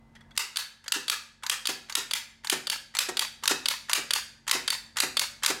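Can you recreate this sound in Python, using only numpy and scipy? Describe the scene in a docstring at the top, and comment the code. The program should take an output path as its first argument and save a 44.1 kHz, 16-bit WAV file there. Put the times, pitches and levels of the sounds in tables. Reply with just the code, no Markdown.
"""A small hard room, a faint hum, and a plastic toy gun close to the microphone.
A finger ticks on the trigger, then the gun fires eleven rubber bands. Each pull creaks, trips a pawl
and lets the toothed wheel snap round. The trigger springs back and the pawl seats again, which sets
a spring ringing; further off, the band thuds into a hollow target. As the bands run out the squeezes
get quicker and firmer, and the loose wheel knocks after seating."""
import sys
import numpy as np
from scipy import signal
from scipy.fft import rfft, irfft
from scipy.io import wavfile
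from scipy.ndimage import uniform_filter1d

SR = 44100
rng = np.random.default_rng(int(sys.argv[2]) if len(sys.argv) > 2 else 0)


def to_wav(sig):
    """Store sig (one row per channel, or 1-D mono) as 16-bit WAV at the path in sys.argv[1].

    Samples outside -1..1 are clipped; the rate is SR.
    """
    pcm = np.clip(np.atleast_2d(sig), -1, 1) * 32767
    pcm = np.round(pcm).astype(np.int16)
    wavfile.write(sys.argv[1], SR, pcm.T)  # frames by channels


N = 246959


def amp(db):
    """Decibels to gain."""
    return 10 ** (np.asarray(db) / 20)


def unit(x):
    """Scales to energy 1."""
    return x / np.sqrt(np.sum(x ** 2) + 1e-20)


def blow(x, db):
    """Gives a sound the energy of 10 ms at this level."""
    return unit(x) * amp(db) * np.sqrt(SR / 100)


def read(points, hz, column=1):
    """Reads a column of a table on a log-frequency axis."""
    points = np.array(points, float)
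    return np.interp(np.log(hz + 1), np.log(points[:, 0] + 1), points[:, column])


def bump(hz, centre_hz, width_hz):
    """The shape of one resonance, 1 at its centre."""
    return 1 / (1 + (2 * (hz - centre_hz) / width_hz) ** 2)


def add(mix, s, sound):
    """Mixes a sound in at time s."""
    part = mix[max(round(s * SR), 0):][:len(sound)]
    part += sound[:len(part)]


def coloured(x, gain_db):
    """Causal filter with the given gain on the bins of x."""
    log_gain = np.log(amp(np.r_[gain_db, gain_db[-2:0:-1]]))
    minimum_phase = np.exp(np.conj(signal.hilbert(log_gain)))
    return irfft(rfft(x) * minimum_phase[:len(gain_db)])


def chatter(envelope):
    """Dense random contacts under an envelope, with a fairly even spectrum."""
    burst = rng.standard_normal(len(envelope)) * envelope
    white = irfft(np.exp(1j * np.angle(rfft(burst))))
    local_rms = np.sqrt(abs(uniform_filter1d(white ** 2, size=60)) + 1e-14)
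    return white * envelope / local_rms


def ringing(modes, count, detune):
    """Dying sines, one a mode, each a little off its pitch."""
    t, out = np.arange(count) / SR, np.zeros(count)
    for hz, db, t60 in modes:
        pitch_hz = hz * (1 + detune * rng.standard_normal())
        out += amp(db - 60 * t / t60) * np.sin(2 * np.pi * pitch_hz * t)
    return out


# The hush of the room: frequency_hz, gain_db
ROOM_HUSH = [(25, -14), (50, 7), (120, 1.5), (250, -0.5), (450, -11), (900, -9.5), (2000, -20.5),
             (5000, -28.5), (10000, -35.5), (15500, -44)]
# Hum and whine in the room: pitch_hz, relative_db
HUM_TONES = [(44, -74), (86.5, -75), (135, -73.5), (156, -88), (226.3, -70.5), (910, -82), (2024, -83.5)]
# Both drop at the first shot, then creep back up: time_s, gain_db
ROOM_TONE_CURVE = [(0, 7.5), (.372, 9), (.39, -3.5), (1.5, 0), (3, 2), (5.6, 5)]

def room_tone(air_db, waver):
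    """A faint wavering hum and a thin whine over the hush of the room."""
    t, hz = np.arange(N) / SR, np.fft.rfftfreq(N, 1 / SR)
    air = irfft(rfft(rng.standard_normal(N)) * amp(read(ROOM_HUSH, hz)), N)
    bed = amp(air_db) * unit(air) * np.sqrt(N)
    knots = np.linspace(0, t[-1], num=40)
    for pitch_hz, db in HUM_TONES:
        drift = waver * np.interp(t, knots, rng.standard_normal(len(knots)))
        bed += amp(db) * np.sqrt(2) * np.sin(2 * np.pi * pitch_hz * t + drift)
    return bed * amp(np.interp(t, *np.transpose(ROOM_TONE_CURVE)))


# The hollow gun colours what it sends to the walls: centre_hz, width_hz, gain_db
GUN_CAVITY = [(920, 61, -1.5), (1280, 250, 2), (1702, 150, 7.5), (2000, 92, 1), (2530, 220, 4.5),
              (3330, 320, -3.5), (3790, 150, 1), (4650, 200, -3.5)]
# The tail off the hard walls: frequency_hz, gain_db, t60_s
WALL_DECAY = [(151, 8.5, 0.92), (292, 4, 0.38), (660, 4.5, 0.74), (1150, 4, 0.41), (1640, 0.5, 0.64),
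              (2680, -0.5, 0.51), (2980, -2.5, 0.53), (5000, -0.5, 0.52), (6750, 0, 0.49), (9800, -4, .39),
              (15400, 0.5, 0.32)]

def wall_echoes(x, delay_s, build_s, early_db, early_s):
    """The walls answer after a short gap: strong early echoes, then a tail that dies by band."""
    t, bins_hz = np.arange(SR) / SR, np.fft.rfftfreq(SR, 1 / SR)
    cavity = amp(sum(db * bump(bins_hz, f, width) for f, width, db in GUN_CAVITY))
    onset = (1 - np.exp(-t / build_s)) * (1 + amp(early_db) * np.exp(-t / early_s))
    out, places, cycle_s = np.zeros(N), 4, 1.3
    for place in range(places):
        # the echo pattern keeps changing slowly, so no tone stands steady in the tail
        share = np.maximum(np.cos(2 * np.pi * (np.arange(N) / SR / cycle_s + place / places)), 0)
        noise = irfft(rfft(rng.standard_normal(SR)) * cavity)
        hz, frame_s, bands = signal.stft(noise, SR, nperseg=256)
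        t60 = read(WALL_DECAY, hz, column=2)[:, None]
        bands = bands * amp(read(WALL_DECAY, hz)[:, None] - 60 * frame_s / t60)
        tail = signal.istft(bands, SR, nperseg=256)[1][:SR]
        add(out, delay_s, signal.fftconvolve(x * share, unit(tail * onset)))
    return out


# The hollow target, further from the microphone: pitch_hz, relative_db, t60_s
TARGET_MODES = [(158.4, -15, 0.26), (251.3, -21, 0.54), (285.4, -2, 0.069), (324.6, 7.5, 0.039),
                (376.3, -1, 0.099), (495, -16.5, 0.22), (690, -15.5, 0.1), (770, -7.5, 0.084),
                (923, -10, 0.15), (1338, -7, 0.064), (1530, -15.5, 0.26), (1856, -1.5, 0.089)]
# Rubber slapping on it: frequency_hz, gain_db
SLAP_SPECTRUM = [(100, -37), (205, -28), (290, -0.5), (420, 6), (600, 2.5), (1400, 2.5), (2600, -0.5),
                 (3400, -2.5), (4700, -1.5), (7000, 0), (11000, -9), (15500, -23)]
# A band lands or bounces: start_s, thud_db, slap_db
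BAND_HITS = [(0.96, -35, -54), (1.689, -34, -30.5), (1.976, -39, -47), (2.524, -29.5, -26.5),
             (3.086, -32, -29.5), (3.509, -28.5, -23.5), (3.978, -37, -33), (4.548, -31, -32.5),
             (5.032, -31, -30), (5.499, -31, -26)]

def target(rise_s, slap_s):
    """The band slaps and tumbles on the target, which booms briefly."""
    size = 8192
    t, hz = np.arange(size) / SR, np.fft.rfftfreq(size, 1 / SR)
    swell, out = 1 - np.exp(-t / rise_s), np.zeros(N)
    for s, thud_db, slap_db in BAND_HITS:
        thud = swell * ringing(TARGET_MODES, count=size, detune=0.03)
        slap = coloured(chatter(swell * np.exp(-t / slap_s)), read(SLAP_SPECTRUM, hz))
        add(out, s, blow(thud, thud_db) + blow(slap, slap_db))
    # the target gives no deep bass
    return signal.sosfilt(signal.butter(4, 190, "highpass", fs=SR, output="sos"), out)


# The return spring inside the gun: pitch_hz, relative_db, t60_s
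SPRING_MODES = [(1356, -20, 0.42), (1720, -15, 0.53), (1780, -13, 0.38), (3700, -20, .35), (4500, -8, .4),
                (4400, -4, .5), (4500, -22, 0.52), (4770, 5, 0.36)]
# The finger lets go between shots: start_s, wait_for_pawl_s, return_db, seat_db
TRIGGER_RELEASES = [(.559, .011, -33, -25), (1.081, 0.017, -28.5, -22), (1.655, .0162, -28.5, -24),
                    (2.1106, .0242, -28.5, -23.5), (2.6701, 0.029, -28, -24), (3.17, .023, -25.5, -21.5),
                    (3.6572, .0275, -23.5, -21.5), (4.107, .028, -23.5, -21), (4.678, 0.025, -24, -22.5),
                    (5.169, 0.025, -22, -21.5)]

def spring(level_db, return_db):
    """The spring rings when the trigger comes back and again when the pawl seats."""
    out = np.zeros(N)
    for s, wait, _, _ in TRIGGER_RELEASES:
        for at, db in ((s, return_db), (s + wait, 0)):
            add(out, at, blow(ringing(SPRING_MODES, count=SR // 2, detune=0.00087), db + level_db))
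    return out


def emptiness(s):
    """How far the gun has emptied: 0 at the start, 1 at the end."""
    return s * SR / N


# Peaks and dips of the shell, struck at the trigger: centre_hz, width_hz, gain_db
SHELL_AT_TRIGGER = [(544, 94, 8), (734, 295, -5.5), (892, 78, 5), (1200, 280, 2), (1520, 120, 2),
                    (1760, 160, -1), (2190, 130, 2), (2630, 390, 1.5), (3440, 380, 0.5), (4250, 440, -1.5),
                    (4480, 420, 2.5), (5500, 150, -1), (5960, 370, 0), (7670, 360, 0.5), (8030, 250, -4)]

def clicks(rows, colour, contact_s, knock_db, knock_rise_db, fizz_db,
           ring_hz, ring_glide, ring_db, ring_width_hz,
           rise_s, rattle_db, rattle_s, slide_db, patchy_db, send_db, modes=SHELL_AT_TRIGGER):
    """Plastic slides, strikes and rattles at each (start_s, level_db). Gives close sound and room send."""
    size, lead_s = 2048, .002
    t, hz = np.arange(size) / SR - lead_s, np.fft.rfftfreq(size, 1 / SR)
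    after = np.maximum(t, 0)
    low, high = 1 / (1 + (hz / 2300) ** 4), 1 - 1 / (1 + (hz / 6500) ** 6)
    resonances_db = sum(db * bump(hz, f, width) for f, width, db in modes)
    bass_cut_db = 12 / (1 + (hz / 130) ** 4)
    shell_db = read(colour, hz) + resonances_db - bass_cut_db
    slide = amp(slide_db) * np.exp(-abs(t) / 0.00059)
    contact = np.exp(-.5 * (after / contact_s) ** 1.26)
    rattle = amp(rattle_db) * np.exp(-after / rattle_s)
    envelope = slide + (1 - np.exp(-after / rise_s)) * (contact + rattle)
    out = np.zeros(N)
    for s, db in rows:
        # each blow lands a little differently and favours other resonances
        patches = np.interp(hz, hz[::6], rng.standard_normal(len(hz[::6])))
        # the ring of the part and the low knock of the shell drift as the bands come off
        ring = bump(hz, ring_hz * np.exp(ring_glide * emptiness(s)), ring_width_hz)
        knock = (knock_db + knock_rise_db * emptiness(s)) * low
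        # the bands damp the action: the treble rises 1 dB as they come off
        fizz = (fizz_db + emptiness(s) - .5) * high
        shape_db = shell_db + knock + fizz + ring_db * ring + patchy_db * patches
        add(out, s - lead_s, blow(coloured(chatter(envelope), shape_db), db))
    return np.array([out, out * amp(send_db)])


# One squeeze a shot, close to the microphone: snap_s, squeeze_s, pull_db, trip_db, snap_db
SQUEEZES = [(0.376, 0.023, -54, -46, -22), (.921, .0795, -51, -31.5, -21), (1.497, 0.063, -34, -30, -21.5),
            (1.9527, 0.056, -34.5, -35.5, -21.5), (2.498, 0.052, -35, -31.5, -20.5),
            (2.988, 0.038, -30.5, -29, -20), (3.477, 0.041, -29.5, -28.5, -18),
            (3.932, .0365, -26.5, -33, -19), (4.512, .034, -27, -28.5, -19),
            (5.002, 0.033, -26, -28.5, -19.5), (5.4615, 0.028, -24, -26, -19.5)]
# The finger shifts on the trigger: start_s, level_db
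FINGER_TOUCHES = [(.152, -53), (.16, -51), (.207, -53.5), (.308, -52.5), (.86, -45)]
# The tick of the loose trigger: frequency_hz, gain_db
TICK_SPECTRUM = [(200, -24), (600, -7.5), (950, -6), (1900, 5), (2500, -12), (3500, -6.5), (5000, -14.5),
                 (8000, -20), (12000, -30), (15500, -46)]

def trigger_slack(lead_s, softer_db):
    """The loose trigger ticks when touched and just before each pull."""
    ticks = [(s - squeeze - lead_s, db - softer_db) for s, squeeze, db, _, _ in SQUEEZES]
    return clicks(FINGER_TOUCHES + ticks, TICK_SPECTRUM,
                  contact_s=.0061, knock_db=-2.5, knock_rise_db=4, fizz_db=2.5,
                  ring_hz=3360, ring_glide=-.1, ring_db=11, ring_width_hz=180,
                  rise_s=.00032, rattle_db=-15, rattle_s=.013, slide_db=-29, patchy_db=5.5, send_db=-11)


# The creak of the pull, also the knock of the loose wheel: frequency_hz, gain_db
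CREAK_SPECTRUM = [(200, -20.5), (600, -14.5), (950, 2), (1500, -3), (1950, -0.5), (2400, -6.5),
                  (3100, -3.5), (5400, -9.5), (7500, -8.5), (10000, -14.5), (12500, -21), (15500, -31)]

def trigger_pulls():
    """The trigger creaks as it takes up the load at the start of each squeeze."""
    rows = [(s - squeeze, db) for s, squeeze, db, _, _ in SQUEEZES]
    return clicks(rows, CREAK_SPECTRUM, contact_s=.0028, knock_db=.5, knock_rise_db=-3.5, fizz_db=3,
                  ring_hz=3030, ring_glide=.05, ring_db=2.5, ring_width_hz=150,
                  rise_s=.00051, rattle_db=-2, rattle_s=.013, slide_db=-7.5, patchy_db=4, send_db=-9)


def wheel_settles(from_s):
    """Once few bands hold it, the wheel rocks and knocks twice, softly, after the pawl seats."""
    rows = []
    for s, wait, _, db in TRIGGER_RELEASES:
        if s > from_s:
            seat_s = s + wait
            gap_s = .037 * (1 - .45 * emptiness(seat_s))  # faster as the gun empties
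            rows += [(seat_s + gap_s, db - 10), (seat_s + 2 * gap_s, db - 15)]
    return clicks(rows, CREAK_SPECTRUM, contact_s=.0028, knock_db=-2, knock_rise_db=9, fizz_db=-.5,
                  ring_hz=1950, ring_glide=.39, ring_db=10, ring_width_hz=440,
                  rise_s=.00034, rattle_db=-25, rattle_s=.005, slide_db=-27, patchy_db=5.5, send_db=-26)


# The thin click of the pawl letting go: frequency_hz, gain_db
TRIP_SPECTRUM = [(200, -45), (600, -22), (950, -16.5), (1600, -4), (2500, -7.5), (3800, 1), (4600, -0.5),
                 (5500, -6), (6200, 1.5), (8300, -7.5), (9500, -14), (12800, -13), (15500, -27)]

def pawl_trips():
    """The pawl slides off its tooth in mid-squeeze."""
    rows = [(s - .51 * squeeze, db) for s, squeeze, _, db, _ in SQUEEZES]
    return clicks(rows, TRIP_SPECTRUM, contact_s=.0016, knock_db=4, knock_rise_db=7.5, fizz_db=2,
                  ring_hz=5100, ring_glide=-.28, ring_db=6, ring_width_hz=640,
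                  rise_s=.00016, rattle_db=-10, rattle_s=.01, slide_db=-31, patchy_db=3, send_db=-14)


# The trigger hitting its stop: frequency_hz, gain_db
RETURN_SPECTRUM = [(200, -26.5), (600, -9), (1100, -5), (1450, 0), (2300, -6), (3000, 2.5), (3600, 6),
                   (4150, -0.5), (4550, 3), (5600, -8.5), (9000, -5), (12000, -14.5), (15500, -24)]

def trigger_returns(bounce_s, bounce_db):
    """The trigger springs back and bounces once on its stop."""
    stops = [(s, db) for s, _, db, _ in TRIGGER_RELEASES]
    bounces = [(s + bounce_s, db + bounce_db) for s, db in stops]
    return clicks(stops + bounces, RETURN_SPECTRUM,
                  contact_s=.0018, knock_db=-4.5, knock_rise_db=3.5, fizz_db=-1.5,
                  ring_hz=4660, ring_glide=0, ring_db=6.5, ring_width_hz=260, rise_s=.0002,
                  rattle_db=-13, rattle_s=.0097, slide_db=-10, patchy_db=2.5, send_db=-12.5)


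# The bright click of the pawl seating: frequency_hz, gain_db
SEAT_SPECTRUM = [(200, -43), (600, -24.5), (1000, -13.5), (2100, -7), (2700, -6.5), (3400, 2), (3950, -3.5),
                 (4550, -0.5), (5500, -7), (7700, -7.5), (9200, -5), (12500, -13), (15500, -20.5)]

def pawl_seats():
    """The pawl catches the next tooth."""
    rows = [(s + wait, db) for s, wait, _, db in TRIGGER_RELEASES]
    return clicks(rows, SEAT_SPECTRUM, contact_s=.002, knock_db=.7, knock_rise_db=-2.3, fizz_db=0,
                  ring_hz=4540, ring_glide=0, ring_db=4, ring_width_hz=310,
                  rise_s=.00045, rattle_db=-12, rattle_s=.0049, slide_db=-13, patchy_db=3, send_db=-.08)


# Peaks and dips of the shell, struck at the wheel: centre_hz, width_hz, gain_db
SHELL_AT_WHEEL = [(530, 53, 12), (746, 270, -9), (1290, 1100, 2.5), (1720, 100, -5.5), (2100, 120, -4),
                  (3460, 230, -5), (3780, 170, 2), (4250, 140, -5.5), (4860, 330, 4), (5530, 250, -1.5),
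                  (6370, 160, -0.5)]
# The shot itself, at close range: frequency_hz, gain_db
SNAP_SPECTRUM = [(200, -35.5), (550, -23), (800, -15), (1300, -10.5), (2000, -6), (3000, -1), (3750, 0),
                 (4200, 0), (4700, -3), (5700, -4.5), (9700, -5.5), (12500, -11), (15500, -22)]

def wheel_snaps():
    """The wheel spins to its stop and frees a band; it rings higher with fewer bands on it."""
    rows = [(s, db) for s, _, _, _, db in SQUEEZES]
    return clicks(rows, SNAP_SPECTRUM, modes=SHELL_AT_WHEEL,
                  contact_s=.0021, knock_db=1.8, knock_rise_db=2.5, fizz_db=.2,
                  ring_hz=2600, ring_glide=.653, ring_db=3, ring_width_hz=710, rise_s=.00057,
                  rattle_db=-12, rattle_s=.0045, slide_db=-9.5, patchy_db=3, send_db=-.92)


def scene():
    """One microphone: the gun close by, the target further off, the room all round."""
    close, send = (trigger_slack(lead_s=.0105, softer_db=16) + trigger_pulls() + pawl_trips()
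                   + wheel_snaps() + trigger_returns(bounce_s=.0037, bounce_db=-4.5)
                   + pawl_seats() + wheel_settles(from_s=2.5))
    thuds = target(rise_s=.0076, slap_s=.007)
    echoes = wall_echoes(send + amp(-13) * thuds, delay_s=.011, build_s=.0042, early_db=5, early_s=.051)
    rings = spring(level_db=-46.5, return_db=-7)
    return (close + thuds + echoes + rings + room_tone(air_db=-69, waver=.54))[None]


def record(dry):
    """The recorder passes nothing much above 16 kHz."""
    lowpass = signal.firwin(255, 16100, window=("kaiser", 8), fs=SR)
    return signal.oaconvolve(dry, lowpass[None], "same")


dry = scene()
out = record(dry)
to_wav(out)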